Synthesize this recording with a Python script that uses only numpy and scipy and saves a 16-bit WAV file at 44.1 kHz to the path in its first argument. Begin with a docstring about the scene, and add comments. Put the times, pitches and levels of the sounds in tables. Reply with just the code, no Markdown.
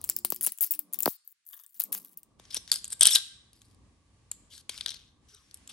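"""Plastic support lattice is torn out of a printed cup with long tweezers, close to a stereo microphone, in a small room.
Strands snap one by one as short filtered noise bursts and crackle in runs of tiny random breaks; a few send a falling thud.
Before the turn the snaps sound sped-up, bright and short; after it they are duller and ring longer. A torn-off
scrap rattles onto the table as fluttering modes. Scrapes sing in gliding sines; faint low tones and room noise
lie beneath, and the room noise drops out at times before the turn."""
import sys
import numpy as np
from scipy import signal
from scipy.fft import rfft, irfft, next_fast_len
from scipy.io import wavfile
from scipy.ndimage import uniform_filter1d, map_coordinates

SR = 44100
rng = np.random.default_rng(int(sys.argv[2]) if len(sys.argv) > 2 else 0)


def materialize(psi):
    """Save the field psi as 16-bit PCM at rate SR to the path in sys.argv[1].

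    A 1-D psi becomes a single channel; in a 2-D psi each row is a channel.
    """
    bounded = np.clip(np.atleast_2d(psi).T, -1, 1)
    quanta = np.round(bounded * 32767).astype(np.int16)
    wavfile.write(sys.argv[1], SR, quanta)


N = 252625

TURN_S = 2.33  # sped-up, bright, short snaps before; duller snaps that ring longer after
AFTER_TURN = np.arange(N) >= TURN_S * SR


def snaps():
    """Each break is a burst that rises at once and dies within milliseconds; a duller rustle follows it."""
    # Strands that snap on their own, and near 1.53 to 1.64 s the sharp hits of the torn-off scrap # bouncing on
    # the table. Each row: start in seconds, relative level in dB, # low part over high part in dB, ringing in
    # Hz.
    single_breaks = [(0.0147, -38.5, -13, 9640), (0.0412, -22.5, -23, 9150), (0.0462, -29.5, -15, 7500),
                     (0.0768, -41.5, -32, 9500), (0.0911, -23, -9, 10430), (0.0983, -15, -14, 7490),
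                     (0.1646, -18, -18.5, 5320), (0.1882, -30.5, -21.5, 4970), (0.2488, -13.5, -13.5, 9530),
                     (0.2543, -24.5, -22, 9350), (0.3033, -22.5, -19, 13700), (0.3221, -17.5, -13.5, 1030),
                     (0.3456, -33, -25.5, 13100), (0.3619, -27, -18.5, 5080), (0.4106, -25, -13, 11120),
                     (0.4157, -32.5, -15, 13600), (0.424, -25.5, -13.5, 10750),
                     (0.4303, -22.5, -32.5, 9500), (0.4646, -14.5, -19, 11600), (0.4701, -21.5, -6, 11150),
                     (0.475, -24.5, -44.5, 7500), (0.521, -27.5, -14.5, 11000), (0.5765, -40, -26, 12900),
                     (0.5859, -34, -12, 7560), (0.6088, -17, -20.5, 11170), (0.6441, -20.5, -22, 11650),
                     (0.664, -33.5, -23.5, 11740), (0.6726, -36, -15.5, 5580), (0.7378, -32.5, -10, 8130),
                     (0.7922, -24.5, -19, 14200), (0.9353, -24.5, -31.5, 10460), (0.9435, -23.5, -15, 3560),
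                     (0.9892, -26, -15.5, 14460), (1.0049, -23, -16.5, 11880), (1.0238, -25, -22, 15070),
                     (1.0318, -17.5, -19.5, 7570), (1.0581, -15, -9, 13070), (1.078, -32, -8.5, 1033),
                     (1.2767, -41.5, -22, 13400), (1.453, -61, -22, 7800), (1.532, -44.5, 0, 3350),
                     (1.592, -50, -6, 6500), (1.612, -56, -28, 10000), (1.637, -42.5, -27, 3400),
                     (1.6637, -44, -18, 8311), (1.693, -57, -28, 8000), (1.7438, -46, -37, 10100),
                     (1.7968, -28, -19, 11283), (1.8007, -20.5, -12, 13800), (1.8075, -24.5, -10, 11360),
                     (1.8193, -29.5, -18, 11300), (1.838, -25, -16, 13600), (1.9282, -29, -34, 10895),
                     (1.9493, -23, -6, 14800), (2.048, -38.5, -15, 12700), (2.174, -38.5, -27, 13700),
                     (2.232, -43.5, -16.5, 8600), (2.3975, -44.5, 6.5, 2411), (2.453, -49.5, 16, 1030),
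                     (2.545, -24, -7.5, 9560), (2.5658, -31, -6, 7960), (2.5732, -32, -1.5, 5900),
                     (2.6768, -39, 5, 1042), (2.7166, -11.5, -8, 3789), (2.758, -27.5, -2.5, 4993),
                     (2.8431, -28.5, -9, 6880), (2.8525, -35.5, -6, 4850), (2.879, -41, -4.5, 8527),
                     (2.929, -26, -3.5, 3852), (3.0096, -10.5, 2.8, 8460), (3.0276, -15, -2.5, 3408),
                     (3.0318, -13.5, -1, 8560), (3.0545, -8, -1.5, 3254), (3.0612, -17.5, -0.5, 3229),
                     (3.0658, -15.5, -10, 3049), (3.0701, -12, -2.5, 8700), (3.0745, -18.5, 7, 3805),
                     (3.085, -23.5, 4.5, 3100), (3.1082, -23, -7.5, 7037), (3.1118, -31.5, 10, 3656),
                     (3.1533, -9, -7.5, 3913), (3.157, -11, 4, 3820), (3.5315, -51.5, -3, 2730),
                     (3.6174, -50, 2, 6660), (4.315, -26.5, -8, 7220), (4.5787, -41, 0, 6600),
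                     (4.6938, -25.5, 0, 2450), (4.6975, -38.5, 6, 6700), (4.7425, -41, -0.5, 5080),
                     (4.7775, -33.5, 3, 2770), (4.785, -40, 10, 2900), (4.8092, -28, 8, 4000),
                     (4.8608, -21.5, 10.5, 4000), (4.8748, -37.5, 14.5, 4430), (4.882, -32, 8, 3200),
                     (4.891, -31, 12, 4200), (4.9043, -34, -1, 5700), (4.918, -37.5, 12, 3900),
                     (4.9437, -37.5, 15, 4280), (5.347, -47, -10, 3840), (5.5111, -50.5, 3, 5900),
                     (5.543, -36, -14.5, 5360), (5.572, -53, -3, 2760), (5.6753, -41, -2, 7400)]
    early_t60_s, late_t60_s = 0.005, 0.011  # before and after the turn
    crack_db = 10  # the first instant of a break over its level
    levels = np.zeros((2, N + SR))
    cracks = np.zeros((2, N))
    ring_hz = np.ones(N)
    t = np.arange(SR // 8) / SR
    rise = 1 - np.exp(-t / .0004)
    for s, db, low_db, hz in sorted(list(single_breaks) + ripped()):
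        start = round(s * SR)
        t60_s = early_t60_s if s < TURN_S else late_t60_s
        burst = parts(low_db) * amp(db + 3.0 - 60 * t / t60_s)
        rustle = parts(low_db + 8.5) * amp(db - 24.0 - 60 * t / 0.1)  # duller than the break
        levels[:, start:][:, :len(t)] += (burst + rustle) * rise
        cracks[:, start + 8] += parts(low_db)[:, 0] * amp(db + crack_db)
        ring_hz[start:] = hz
    return ringing(plastic(levels[:, :N], cracks), ring_hz, lift_db=10.5)


def ripped():
    """Rows of strands let go one after another: near-even gaps and a random colour for each break."""
    # Each row: first break in seconds, last break in seconds, gap in seconds, relative level in dB,
    # low part over high part in dB, ringing in Hz.
    strand_rows = [(0.436, 0.4494, 0.0023, -28.5, -19, 10210), (0.6135, 0.63, 0.0023, -24.5, -23.5, 14000),
                   (0.7092, 0.721, 0.0037, -23.5, -22, 15080), (0.7487, 0.7493, 0.003, -33.5, -18.5, 10490),
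                   (2.718, 2.742, 0.0073, -24.5, -13, 4852)]
    gap_scatter, colour_scatter_db = 0.063, 2.5  # the first as a share of the gap
    breaks = []
    for first, last, gap, db, low_db, hz in strand_rows:
        for s in np.arange(first, last + gap / 2, gap):
            shift_s = gap_scatter * gap * rng.standard_normal()
            colour_db = colour_scatter_db * rng.standard_normal()
            breaks.append((s + shift_s, db, low_db + colour_db, hz))
    return breaks


def crackle():
    """Tiny breaks at random moments and of random strength, over a rubbing hiss; the scrapes have the hiss alone."""
    # Runs of fine tearing and rubbing. Each row: start in seconds, end in seconds, first relative level in dB,
    # last relative level in dB, low part over high part in dB, ringing in Hz.
    tearing_runs = [(0, 0.09, -59.5, -63, 1, 4300), (0.634, 0.678, -26.5, -51.5, -10.5, 12100),
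                    (0.714, 0.76, -44, -48, -6, 14200), (0.928, 0.96, -45.5, -46, -11.5, 13250),
                    (1.248, 1.327, -71.5, -59.5, -46, 14040), (1.462, 1.549, -54, -51, -22.5, 12320),
                    (1.545, 1.736, -55, -68, -16, 13200), (1.746, 1.803, -54.5, -60.5, -11, 14200),
                    (1.923, 1.991, -31.5, -43.5, -11, 11600), (1.996, 2.147, -54, -62.5, -10.5, 11400),
                    (2.173, 2.219, -44.5, -80, -12.5, 11900), (2.434, 2.518, -63, -59.5, 15.5, 998),
                    (2.505, 2.578, -47, -34, 5.5, 5300), (2.678, 2.707, -49, -45.5, 10, 1940),
                    (2.73, 2.793, -36.5, -40, -6.5, 5160), (2.901, 2.94, -44, -38, -2.5, 8570),
                    (2.993, 3.009, -47.5, -37.5, -5, 8390), (3.012, 3.052, -24, -26, 6.5, 3490),
                    (3.062, 3.097, -28.5, -28.5, 4, 3490), (3.15, 3.205, -16, -46.5, 1.5, 3750),
                    (3.534, 3.75, -67.5, -67, -2.5, 4960), (4.876, 4.973, -39, -49.5, 11.5, 4100),
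                    (4.973, 5.133, -55, -73, 13, 2750)]
    # Smooth scrapes of the jaws. Each row: start in seconds, end in seconds, first relative level in dB,
    # last relative level in dB, low part over high part in dB, ringing in Hz.
    jaw_scrapes = [(1.076, 1.167, -33.5, -60.5, -11.5, 14130), (3.1, 3.152, -25, -24, -6, 5750),
                   (4.501, 4.539, -59.5, -45.5, 5, 3130), (4.536, 4.614, -48, -54, 0, 4300),
                   (4.695, 4.857, -46, -51.5, 7, 2400), (5.285, 5.503, -57.5, -72, 6.5, 5760),
                   (5.693, 5.727, -40, -55, 5, 1195)]
    breaks_per_s, rub = 550, 0.31  # rub: steady hiss under the tiny breaks
    spikes = (rng.random(N) < breaks_per_s / SR) * amp(rng.normal(0, 3.5, N))
    # the tiny breaks die faster before the turn (t60 in seconds)
    short, long = (unit(signal.lfilter([1], [1, -amp(-60 / (t60 * SR))], spikes)) for t60 in (.004, .009))
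    grains = np.where(AFTER_TURN, long, short) + rub
    levels, ring_hz = np.zeros((2, 2, N)), np.ones(N)
    for smooth, rows in enumerate((tearing_runs, jaw_scrapes)):
        for start, end, first_db, last_db, low_db, hz in rows:
            a, b = round(start * SR), round(end * SR)
            levels[smooth, :, a:b] += parts(low_db) * amp(np.linspace(first_db, last_db, b - a))
            ring_hz[a:b + SR // 50] = hz
    tearing, rubbing = uniform_filter1d(levels, size=260, axis=2)  # soft edges
    return amp(-3.5) * ringing(plastic(tearing * unit(grains) + rubbing), ring_hz, lift_db=6.5)


def plastic(levels, cracks=0):
    """Noise under a low and a high envelope plus single cracks takes the plastic's colour; two ports, mostly alike."""
    # Bright colour of a break before the turn. Each row: frequency in Hz, relative gain in dB.
    early_colour = [(350, -48.5), (800, -27.5), (2750, -21.5), (4160, -18.5), (7590, -9.5), (10000, -6.5),
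                    (13500, -3.5), (15800, 0.5), (16100, -18.5)]
    split_hz = 6200  # between the low and the high part
    early_gain = lambda hz: amp(along(early_colour, hz))
    noise = unit(rng.standard_normal(N) + .3 * rng.standard_normal((2, N)))
    out = np.zeros((2, N))
    for gain, on in ((early_gain, ~AFTER_TURN), (cup_gain, AFTER_TURN)):
        for side, level, crack in zip((1, -1), levels, np.broadcast_to(cracks, levels.shape)):
            # side 1 keeps the lows, side -1 the highs
            half = lambda hz: causal(gain(hz) / np.sqrt(1 + ((hz + 1) / split_hz) ** (16 * side)))
            out += filtered((noise * level + crack) * on, half)
    return out


def cup_gain(hz):
    """The cup colours a break, and resonances of its wall stand out on top."""
    # Colour of a break after the turn. Each row: frequency in Hz, relative gain in dB.
    cup_colour = [(150, -45), (320, -26.5), (800, -26), (1500, -19.5), (2650, -16.5), (3100, -11),
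                  (4700, -8), (7000, -8), (8600, -2), (10200, -8), (11200, -2), (12400, -17),
                  (13600, -48.5)]
    # Resonances of the cup wall. Each row: frequency in Hz, width in Hz, lift in dB.
    wall_modes = [(1587, 15, 11), (3240, 380, 5), (3670, 430, 3.5)]
    modes = sum((amp(db) - 1) / (1 + (2 * (hz - c) / w) ** 2) for c, w, db in wall_modes)
    return amp(along(cup_colour, hz)) * (1 + modes)


def parts(low_db):
    """Shares of the low and the high part, energy 1 together."""
    return np.array([[amp(low_db)], [1]]) / np.hypot(amp(low_db), 1)


def ringing(x, ring_hz, lift_db):
    """The piece in the jaws rings along: a resonance whose pitch is given per sample."""
    hz, t, z = signal.stft(x, SR, nperseg=128)
    centre = ring_hz[np.minimum(t * SR + 64, N - 1).astype(int)]
    half_width = 0.045 * centre
    ring = 1 + amp(lift_db) / (1 + ((hz[:, None] - centre) / half_width) ** 2)
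    return signal.istft(z * ring, SR, nperseg=128)[1][:, :N]


def shifting(x, depth_db):
    """The colour of the noise drifts at random."""
    z = signal.stft(x, nperseg=128)[2]
    field = rng.standard_normal(z.shape[1:])
    field = uniform_filter1d(field, size=3, axis=0)  # across frequency
    field = uniform_filter1d(field, size=9, axis=1)  # across time
    return signal.istft(z * amp(depth_db * unit(field)), nperseg=128)[1][:, :N]


def scrap():
    """Every bounce on the table rings the scrap's modes anew; each ring flutters at random."""
    # Bounces of the torn-off scrap. Each row: start in seconds, relative level in dB.
    bounces = [(1.503, -63), (1.532, -51), (1.571, -57), (1.596, -60), (1.639, -58)]
    # Modes of the scrap. Each row: frequency in Hz, relative level in dB, t60 in seconds.
    scrap_modes = [(1140, -16, 0.13), (1706, -11, 0.084), (3100, -8, 0.039), (3560, -11, 0.089),
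                   (4820, -8.5, 0.039), (5900, -6.5, .025)]
    out, t = np.zeros(N), np.arange(SR // 8) / SR
    rise = 1 - np.exp(-t / .001)
    for s, db in bounces:
        for hz, level, t60 in scrap_modes:
            flutter = 1 + 1.3 * wobble(len(t), size=90)
            fade = amp(db + level + rng.normal(0, 3) - 60 * t / t60) * rise
            out[round(s * SR):][:len(t)] += fade * flutter * np.sin(2 * np.pi * hz * t)
    return out


def thuds():
    """One push each, spread out so that the highs arrive first and the lows trail by about 1.5 cycles."""
    # Thuds under some breaks. Each row: start in seconds, relative level in dB, upper corner in Hz.
    pushes = [(0.093, -49.5, 1230), (0.248, -39, 1380), (0.322, -33, 1110), (0.468, -48, 1690),
              (0.4739, -48, 1180), (1.0589, -32, 1980), (1.062, -24, 1260), (1.0763, -20.5, 983),
              (2.397, -56.5, 1440), (2.569, -44, 813), (3.011, -41.5, 1170), (3.068, -38, 662),
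              (4.3151, -60.5, 1497), (4.695, -50, 1200)]
    click = np.arange(N) == 0
    out = np.zeros(N)
    for s, db, top_hz in pushes:
        shape = lambda hz: 1 / (1 + (170 / (hz + 1)) ** 4) / (1 + (hz / top_hz) ** 4)
        glide = lambda hz: np.exp(-2j * np.pi * (1.5 * np.log(1 + hz / 40) + hz * s))  # also moves it to s
        out += amp(db + 38.5) * filtered(click, lambda hz: shape(hz) * glide(hz))
    return out


def tones(rows, flutter, size):
    """Sines that glide a little, flutter, and fade in and out."""
    out = np.zeros(N)
    for start, end, first_hz, last_hz, db in rows:
        a, b = round(start * SR), round(end * SR)
        fade = signal.windows.tukey(b - a, .5)
        swell = amp(db) * fade * (1 + flutter * wobble(SR, size)[:b - a])
        out[a:b] += swell * np.sin(2 * np.pi * np.cumsum(np.linspace(first_hz, last_hz, b - a)) / SR)
    return out


def right_port(x):
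    """A little farther from the work; after the turn farther still, and weaker around the cup's main ring."""
    lag = lambda hz, s: np.exp(-2j * np.pi * hz * s)
    shade = lambda hz: amp(-5.5 / (1 + ((hz - 3600) / 1900) ** 2))
    early = filtered(x * ~AFTER_TURN, lambda hz: lag(hz, 1.1e-5))
    late = filtered(x * AFTER_TURN, lambda hz: lag(hz, 2.6e-5) * shade(hz))
    return early + late


def walls(x):
    """Each frequency of the room's answer dies at its own speed; a new tail every third of a second."""
    # Decay of the small room. Each row: frequency in Hz, t60 in seconds.
    room_decay = [(500, 0.23), (1000, 0.54), (1550, 0.86), (2500, 0.6), (9000, 0.46), (15000, 0.053)]
    out, step = np.zeros((2, N + SR)), SR // 3
    for start in range(0, N, step):
        hz, t, z = signal.stft(rng.standard_normal((2, SR // 2)), SR, nperseg=256)
        decay = amp(-60 * t / along(room_decay, hz)[:, None])
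        tail = signal.istft(z * decay, SR, nperseg=256)[1]
        answer = signal.fftconvolve(x[None, start:start + step], tail / np.linalg.norm(tail[0]), axes=1)
        out[:, start + 130:][:, :answer.shape[1]] += answer  # 3 ms after the work
    return out[:, :N]


def air():
    """Room noise: rumble near mono, hum half alike, hiss almost unrelated between the ports; its level wavers."""
    # Low room noise over time. Each row: time in seconds, rumble level in dB, hum level in dB.
    low_levels = [(0, -61.5, -62.5), (0.122, -66.5, -68), (.45, -78, -71.5), (.5, -101, -105),
                  (.659, -101, -102), (.72, -100, -75.5), (1.051, -92.5, -67), (1.129, -105, -105),
                  (1.682, -117, -108), (1.731, -105, -88), (1.918, -107, -56), (2.2, -84.5, -76),
                  (2.42, -66.5, -68.5), (5.278, -65.5, -70), (5.31, -70.5, -76.5), (5.73, -71, -69)]
    # Room hiss over time. 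Each row: time in seconds, level in dB.
    hiss_level = [(2.385, -82), (2.395, -66.5), (3.7, -73.5), (3.8, -78), (3.96, -72.5), (5.0, -73.5),
                  (5.2, -79), (5.3, -69.5)]
    # Colours of the three layers. Each row: frequency in Hz, relative gain in dB.
    rumble_colour = [(18, -46), (30, -10), (60, 0.5), (130, -4.5), (300, -82.5)]
    hum_colour = [(90, -50), (160, 4), (300, 1), (330, -3.5), (700, -12), (1060, -11), (1140, -5),
                  (1220, -12), (2500, -89)]
    hiss_colour = [(500, -33.5), (1600, -3), (4000, -5.5), (10000, -8), (11300, -23), (12000, -71.5)]
    rumble_db, hum_db = curves(low_levels)
    hiss_db, = curves(hiss_level)
    layers = ((rumble_db, rumble_colour, .2), (hum_db, hum_colour, .7), (hiss_db, hiss_colour, 5))
    out = np.zeros((2, N))
    for db, colour, unlike in layers:
        noise = rng.standard_normal(N) + unlike * rng.standard_normal((2, N))
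        out += amp(db) * unit(filtered(noise, lambda hz: amp(along(colour, hz))))
    sway = map_coordinates(rng.standard_normal(SR), [np.arange(N) * 7 / SR])  # 7 random points a second
    return out * amp(1.9 * sway)


def amp(db):
    """Decibels to a factor."""
    return 10 ** (np.asarray(db) / 20)


def unit(x):
    """x at an rms of 1."""
    return x / np.sqrt(np.mean(x ** 2) + 1e-20)


def wobble(length, size):
    """Noise smoothed twice over size samples, at an rms of 1."""
    luck = rng.standard_normal(length)
    return unit(uniform_filter1d(uniform_filter1d(luck, size=size), size=size))


def along(points, hz):
    """Rows of frequency in Hz and value, read on a log frequency axis."""
    f, v = np.transpose(points)
    return np.interp(np.log(hz + 1), np.log(f + 1), v)


def curves(rows):
    """One value per sample for each column after the time."""
    s, *cols = np.transpose(rows)
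    return [np.interp(np.arange(N) / SR, s, c) for c in cols]


def filtered(x, response):
    """x times a complex response of frequency."""
    m = 2 * next_fast_len(N // 2 + SR // 4)
    return irfft(rfft(x, m) * response(np.fft.rfftfreq(m, 1 / SR)), m)[..., :N]


def causal(gain):
    """The minimum-phase response of this gain: it starts at the blow, with energy 1."""
    c = irfft(np.log(gain + 1e-6))
    c[1:len(c) // 2] *= 2
    c[len(c) // 2 + 1:] = 0
    return np.exp(rfft(c)) / np.sqrt(np.mean(gain ** 2))


def scene():
    """The tearing is placed between the ports and answered by the room; thuds, low tones and room noise join it."""
    # Bands that sing and slide while the jaws scrape. Each row: start in seconds, end in seconds,
    # first frequency in Hz, last frequency in Hz, relative level in dB.
    singing = [(3.11, 3.13, 3930, 3400, -29.5), (3.121, 3.151, 5550, 5330, -32.5),
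               (3.126, 3.151, 8570, 7860, -29), (5.29, 5.46, 1562, 980, -76.5),
               (5.335, 5.39, 3800, 3770, -71)]
    # Faint low tones. Each row: start in seconds, end in seconds, first frequency in Hz,
    # last frequency in Hz, level in dB.
    low_tones = [(0.02, 0.54, 340.6, 365, -63.5), (0.1, 0.56, 219.2, 224, -64),
                 (0.68, 0.888, 322, 286, -63), (5.322, 5.367, 413, 411, -69)]
    # Where the work sits. Each row: time in seconds, left over right in dB ahead of the right port's shade.
    place = [(0, 4.5), (1.05, 8.5), (1.3, 8), (1.8, 5), (2.4, 1.5), (4.82, 0.5), (4.86, 3), (5.3, 1.5)]
    # Where the thuds sit: left over right in dB, before and after the turn.
    thud_place = [-3, 5]
    work = shifting(snaps() + crackle(), depth_db=3) + scrap() + tones(singing, flutter=2, size=110)
    room = walls(work.mean(0) * amp(np.where(AFTER_TURN, -19, -21)))
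    pan_db, = curves(place)
    left, right = work * amp([pan_db / 2, -pan_db / 2])
    direct = np.array([left, right_port(right)])
    thud_pan_db = np.where(AFTER_TURN, thud_place[1], thud_place[0])
    knocks = thuds() * amp([thud_pan_db / 2, -thud_pan_db / 2])
    return direct + room + knocks + tones(low_tones, flutter=0.24, size=900) + air()


def record(dry):
    """The loudest breaks are squeezed below full scale; a steep low-pass closes the top."""
    top_hz = 16600
    held = dry / (1 + np.abs(dry / .9) ** 4) ** .25
    return filtered(held, lambda hz: 1 / (1 + (hz / top_hz) ** 120))


dry = scene()
out = record(dry)
materialize(out)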